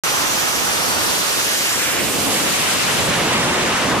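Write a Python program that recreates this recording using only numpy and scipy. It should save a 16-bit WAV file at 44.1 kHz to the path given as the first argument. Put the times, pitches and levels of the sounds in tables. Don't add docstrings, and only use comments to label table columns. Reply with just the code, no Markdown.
import sys
import numpy as np
from scipy import signal
from scipy.io import wavfile
from scipy.ndimage import map_coordinates

SR = 44100
rng = np.random.default_rng(int(sys.argv[2]) if len(sys.argv) > 2 else 0)


def digitize_waveform(pressure):
    field = np.atleast_2d(pressure).T
    bounded = np.clip(field, -1, 1)
    quanta = np.round(bounded * 32767).astype(np.int16)
    wavfile.write(sys.argv[1], SR, quanta)


N = 176400
TIME = np.arange(N) / SR

# (time [s], lag of the left port [ms], coherence [0-1])
BEARING = [(0, -0.17, 0.37), (.6, -.17, 0.6), (.9, -0.21, 0.6), (1.3, -0.18, 0.27), (1.7, -0.15, 0.76),
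           (2.0, -0.044, 0.74), (2.3, 0.066, 0.6), (2.55, 0.068, 0.32), (2.85, 0.052, 0.47),
           (3.2, 0.02, 0.94), (3.37, 0.093, 0.85), (3.6, 0.068, 0.84), (4, 0.024, 0.93)]
# (time [s], centre [Hz], height [dB])
PORT_SHADOW = [(0, 3400, 1), (.55, 3100, -1.5), (.8, 2800, -4), (1.15, 2700, -3), (1.4, 2600, -1)]
# (time [s], relative level [dB], left minus right [dB])
ROAR_ENVELOPE = [(0.05, -22.5, -2), (0.14, -23.5, -3.5), (0.57, -24, -6), (0.92, -23.5, -4),
                 (1.3, -24.8, -4), (1.55, -25.5, -1.5), (1.77, -24, -1.5), (1.97, -24.5, -3),
                 (2.1, -27, -5.5), (2.33, -25, -4), (2.41, -23.6, -4), (2.59, -23.5, -2.5),
                 (2.82, -21.5, -1), (3.03, -24.5, -2), (3.14, -21.5, -5), (3.28, -20.7, -2),
                 (3.55, -21.5, -3), (3.76, -20, -1.5), (4.0, -23.5, -0.5)]
HISS_ENVELOPE = [(0.05, -24.5, 2.5), (0.5, -23.5, 2.5), (0.72, -24.5, 2), (1.25, -23, -1), (1.6, -23, 0.5),
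                 (1.8, -23, -1), (1.97, -24, -3), (2.28, -23, -2.5), (2.42, -22, -1), (2.6, -23, 0.5),
                 (3.0, -24, 1), (3.3, -27.5, 1), (3.48, -27.5, 0), (3.8, -28, 1.5), (4.0, -30, 1.5)]
RUMBLE_ENVELOPE = [(0, -30.5, -8), (.85, -30.5, -5.5), (1.35, -30.5, -3.5), (1.7, -33.5, 0.5),
                   (1.86, -31.5, 2.5), (2.01, -25.5, -1), (2.23, -24.5, -2), (2.45, -26, 3),
                   (2.56, -28.5, 5), (2.86, -27, 1), (3.03, -24.5, -2), (3.3, -22.5, -1.5),
                   (3.55, -23.5, 2), (3.8, -25, -2.5), (3.93, -20, -4), (4, -22, -1)]
# (frequency [Hz], relative spectral density [dB], share of the coherence [0-1])
ROAR_SPECTRUM = [(382, -7, 0.44), (600, -4.5, 0.39), (970, -1, 0.86), (1420, -1.3, 0.63),
                 (2080, -3.5, 0.65), (2820, -2.5, 0.57), (3760, -9.8, 0.26), (5250, -20.5, 0.58)]
HISS_SPECTRUM = [(1920, -13, 0.36), (3000, 2.5, 0.19), (4200, 0.5, 0.28), (6000, -1.5, 0.32),
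                 (8100, -0.6, 0.33), (10500, -1.5, 0.088), (14000, -0.5, 0.075)]
RUMBLE_SPECTRUM = [(28, -22, .3), (50, -15.5, .4), (81, -4.5, 0.75), (132, -4, 1), (240, -0.5, 0.96),
                   (413, -2.5, 1), (536, -1.5, 0.9), (705, -5, 0.59), (1100, -9, 0.62)]
CENTRED_BASS_SPECTRUM = [(28, -7, .5), (60, -1, 0.9), (110, 1.5, 1), (170, -10, 1)]
# (time [s], centre [Hz], height [dB])
ROAR_HUMP = [(0, 1140, 4), (.7, 990, 1.5), (1.15, 850, 1), (1.42, 1800, 0.5), (1.62, 2120, 5),
             (1.78, 1950, 5), (1.97, 2100, 8), (2.25, 2900, 3), (2.7, 2400, 2.5), (3.3, 1900, 1.5),
             (3.7, 1600, 1), (3.85, 1240, 2.5), (4, 1030, 4.5)]
PORT_RESONANCE = [(2.2, 6340, 3), (2.5, 6200, 3.5), (3.25, 6600, 1.5), (3.5, 6250, 5), (4, 6300, 2)]
RUMBLE_BOOM = [(0, 400, -1.5), (1.5, 500, 1.5), (1.95, 350, 2.5), (2.25, 304, 3), (2.6, 151, 2.5),
               (3.1, 153, 6), (3.7, 198, 2.5), (3.95, 244, 5)]
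# (time [s], centre [Hz], level [dB])
INTAKE_RUSH = [(0, 5820, -25.5), (.5, 6000, -25), (.8, 5840, -27), (1.25, 5700, -28.5), (1.5, 6150, -26.3),
               (1.66, 6700, -27), (1.79, 7400, -27.5), (1.93, 7350, -38), (2.15, 7140, -44),
               (2.6, 6800, -54)]
# (multiple of the centre [ratio], relative level [dB], width of one stage [Hz],
# left minus right on approach [dB], swell once rolling [dB])
INTAKE_RESONANCES = [(1.01, -1.2, 2000, -15, 0), (1, -8, 400, -4, -2.5), (.77, -7.5, 1600, -5, 6)]

ROLL_S, ROLL_RISE_S = .65, .25
PASS_S, PASS_LENGTH_S = 2.06, 0.12
CROSSING_S = 0.58
RECEDE_S, DULLING_DB_PER_OCT_S, PASS_DULLING_DB_PER_OCT = 3.3, -5, -2.5
AIR_LOSS_DB_PER_S, AIR_HZ, AIR_START_S = 10.5, 12500, 1.97
HISS_PAN_DB_PER_OCT, HISS_PIVOT_HZ = 2, 7460
BANDS_PER_OCTAVE, CUTOFF_HZ = 3, 15000
SILENT_START_S, OVERLOAD_TOP, MIC_TREBLE_HZ = .036, 0.29, 12800


def from_db(db):
    return 10 ** (np.asarray(db) / 20)


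def unit_rms(x):
    return x / np.sqrt(np.mean(x ** 2) + 1e-20)


def in_time(rows):
    times, *columns = np.transpose(rows)
    return [np.interp(TIME, times, column) for column in columns]


def drift(rate_hz):
    pole = np.exp(-200 * np.pi * rate_hz / SR)
    slow = signal.lfilter([1], [1, -2 * pole, pole * pole], rng.standard_normal(N // 100 + 1002))[1000:]
    return np.interp(np.arange(N) / 100, np.arange(len(slow)), unit_rms(slow))


def panned(db):
    gains = from_db(np.array([db, -db]).reshape(2, -1) / 2)
    return gains / np.sqrt(np.mean(gains ** 2, axis=0))


def behind():
    return .5 + .5 * np.tanh((TIME - PASS_S) / PASS_LENGTH_S)


def moving_hump(rows, octaves):
    centre, height_db = in_time(rows)
    return lambda hz: height_db * np.exp(-.5 * (np.log2(hz / centre) / octaves) ** 2)


def far_port_shadow():
    notch_db = moving_hump(PORT_SHADOW, octaves=0.37)
    return lambda hz: notch_db(hz) * np.array([[0], [1]])


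def white_at_ports():
    lag_ms, _ = in_time(BEARING)
    white = rng.standard_normal((3, N))
    left = map_coordinates(white[0], [np.arange(N) - lag_ms * SR / 1000], order=3, mode="mirror")
    return np.array([left, white[0]]), white[1:]


def blend(direct, diffuse, coherence):
    coherence = np.clip(coherence, 0, .98)
    return np.sqrt(coherence) * direct + np.sqrt(1 - coherence) * diffuse


def turbulence(spectrum, coherence, shape_db, flutter_db, flutter_hz):
    points, db, share = np.transpose(spectrum)
    whites = [white_at_ports(), white_at_ports()]
    common_flutter = drift(flutter_hz)
    edges = CUTOFF_HZ * 1.03 * 2 ** (-np.arange(28, -1, -1) / BANDS_PER_OCTAVE)
    out, power = 0, 0
    for k, (low, high) in enumerate(zip(edges, edges[1:])):
        hz, own_flutter = np.sqrt(low * high), drift(flutter_hz)
        if high < points[0] or low > points[-1]:
            continue
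        band_db, band_share = (np.interp(np.log(hz), np.log(points), c) for c in (db, share))
        white = blend(*whites[k % 2], coherence * band_share)
        band = signal.sosfilt(signal.butter(2, [low, high], "band", fs=SR, output="sos"), white)
        gain = from_db(band_db + shape_db(hz))
        out = out + band * gain * from_db(flutter_db * (own_flutter + common_flutter))
        power = power + np.mean(np.atleast_2d(gain) ** 2, axis=0) * (high - low)
    return unit_rms(out / np.sqrt(power))


def roar(coherence):
    db, pan_db = in_time(ROAR_ENVELOPE)
    hump_db, shadow_db = moving_hump(ROAR_HUMP, octaves=0.5), far_port_shadow()
    shape_db = lambda hz: hump_db(hz) + shadow_db(hz)
    noise = turbulence(ROAR_SPECTRUM, coherence, shape_db, flutter_db=0.96, flutter_hz=16)
    return from_db(db + 4) * panned(pan_db) * noise


def hiss(coherence):
    db, pan_db = in_time(HISS_ENVELOPE)
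    passed = behind()
    dulling = PASS_DULLING_DB_PER_OCT * passed + DULLING_DB_PER_OCT_S * np.maximum(TIME - RECEDE_S, 0)
    slope = HISS_PAN_DB_PER_OCT * (1 - passed) * np.array([[.5], [-.5]]) - dulling
    air_db = AIR_LOSS_DB_PER_S * np.maximum(TIME - AIR_START_S, 0)
    resonance_db, shadow_db = moving_hump(PORT_RESONANCE, octaves=0.5), far_port_shadow()

    def shape_db(hz):
        tilt_db = slope * np.log2(hz / HISS_PIVOT_HZ)
        return tilt_db - air_db * (hz / AIR_HZ) ** 2 + resonance_db(hz) + shadow_db(hz)

    noise = turbulence(HISS_SPECTRUM, coherence, shape_db, flutter_db=0.73, flutter_hz=17.5)
    return from_db(db + 4.5) * panned(pan_db) * noise


def gliding_resonance(x, hz, width_hz, block=256):
    radius = np.exp(-np.pi * width_hz / SR)
    out, state = np.zeros((2, N)), np.zeros((2, 2, 2))
    for i in range(0, N, block):
        stage = [1, 0, -1, 1, -2 * radius * np.cos(2 * np.pi * hz[i] / SR), radius * radius]
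        out[:, i:i + block], state = signal.sosfilt([stage, stage], x[:, i:i + block], zi=state)
    return unit_rms(out)


def intake():
    hz, db = in_time(INTAKE_RUSH)
    rolling = np.clip((TIME - ROLL_S) / ROLL_RISE_S, 0, 1)
    aside = np.clip((PASS_S - TIME) / CROSSING_S, 0, 1)
    out = 0
    for multiple, level_db, width_hz, pan_db, swell_db in INTAKE_RESONANCES:
        air = blend(*white_at_ports(), coherence=0.83)
        rush = gliding_resonance(air, multiple * hz, width_hz)
        out = out + from_db(db + level_db + swell_db * rolling) * panned(pan_db * aside) * rush
    return out


def rumble(coherence):
    db, pan_db = in_time(RUMBLE_ENVELOPE)
    ahead = 1 - behind()
    directness = 1 - 0.8 * ahead
    diffuse_bass_db = ahead
    boom_db = moving_hump(RUMBLE_BOOM, octaves=0.33)
    noise = turbulence(RUMBLE_SPECTRUM, coherence * directness, boom_db, flutter_db=1.1, flutter_hz=19)
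    return from_db(db + 3.5 + diffuse_bass_db) * panned(pan_db) * noise


def centred_bass():
    noise = turbulence(CENTRED_BASS_SPECTRUM, coherence=0.65, shape_db=lambda hz: 0,
                       flutter_db=-1.5, flutter_hz=6)
    return from_db(-50.5) * noise


def scene():
    _, coherence = in_time(BEARING)
    return centred_bass() + rumble(coherence) + roar(coherence) + hiss(coherence) + intake()


def record(dry):
    squashed = OVERLOAD_TOP * np.tanh(dry / OVERLOAD_TOP) * (TIME > SILENT_START_S)
    softened = signal.sosfilt(signal.butter(2, MIC_TREBLE_HZ, fs=SR, output="sos"), squashed)
    return signal.sosfilt(signal.ellip(10, .1, 70, CUTOFF_HZ, fs=SR, output="sos"), softened)


dry = scene()
out = record(dry)
digitize_waveform(out)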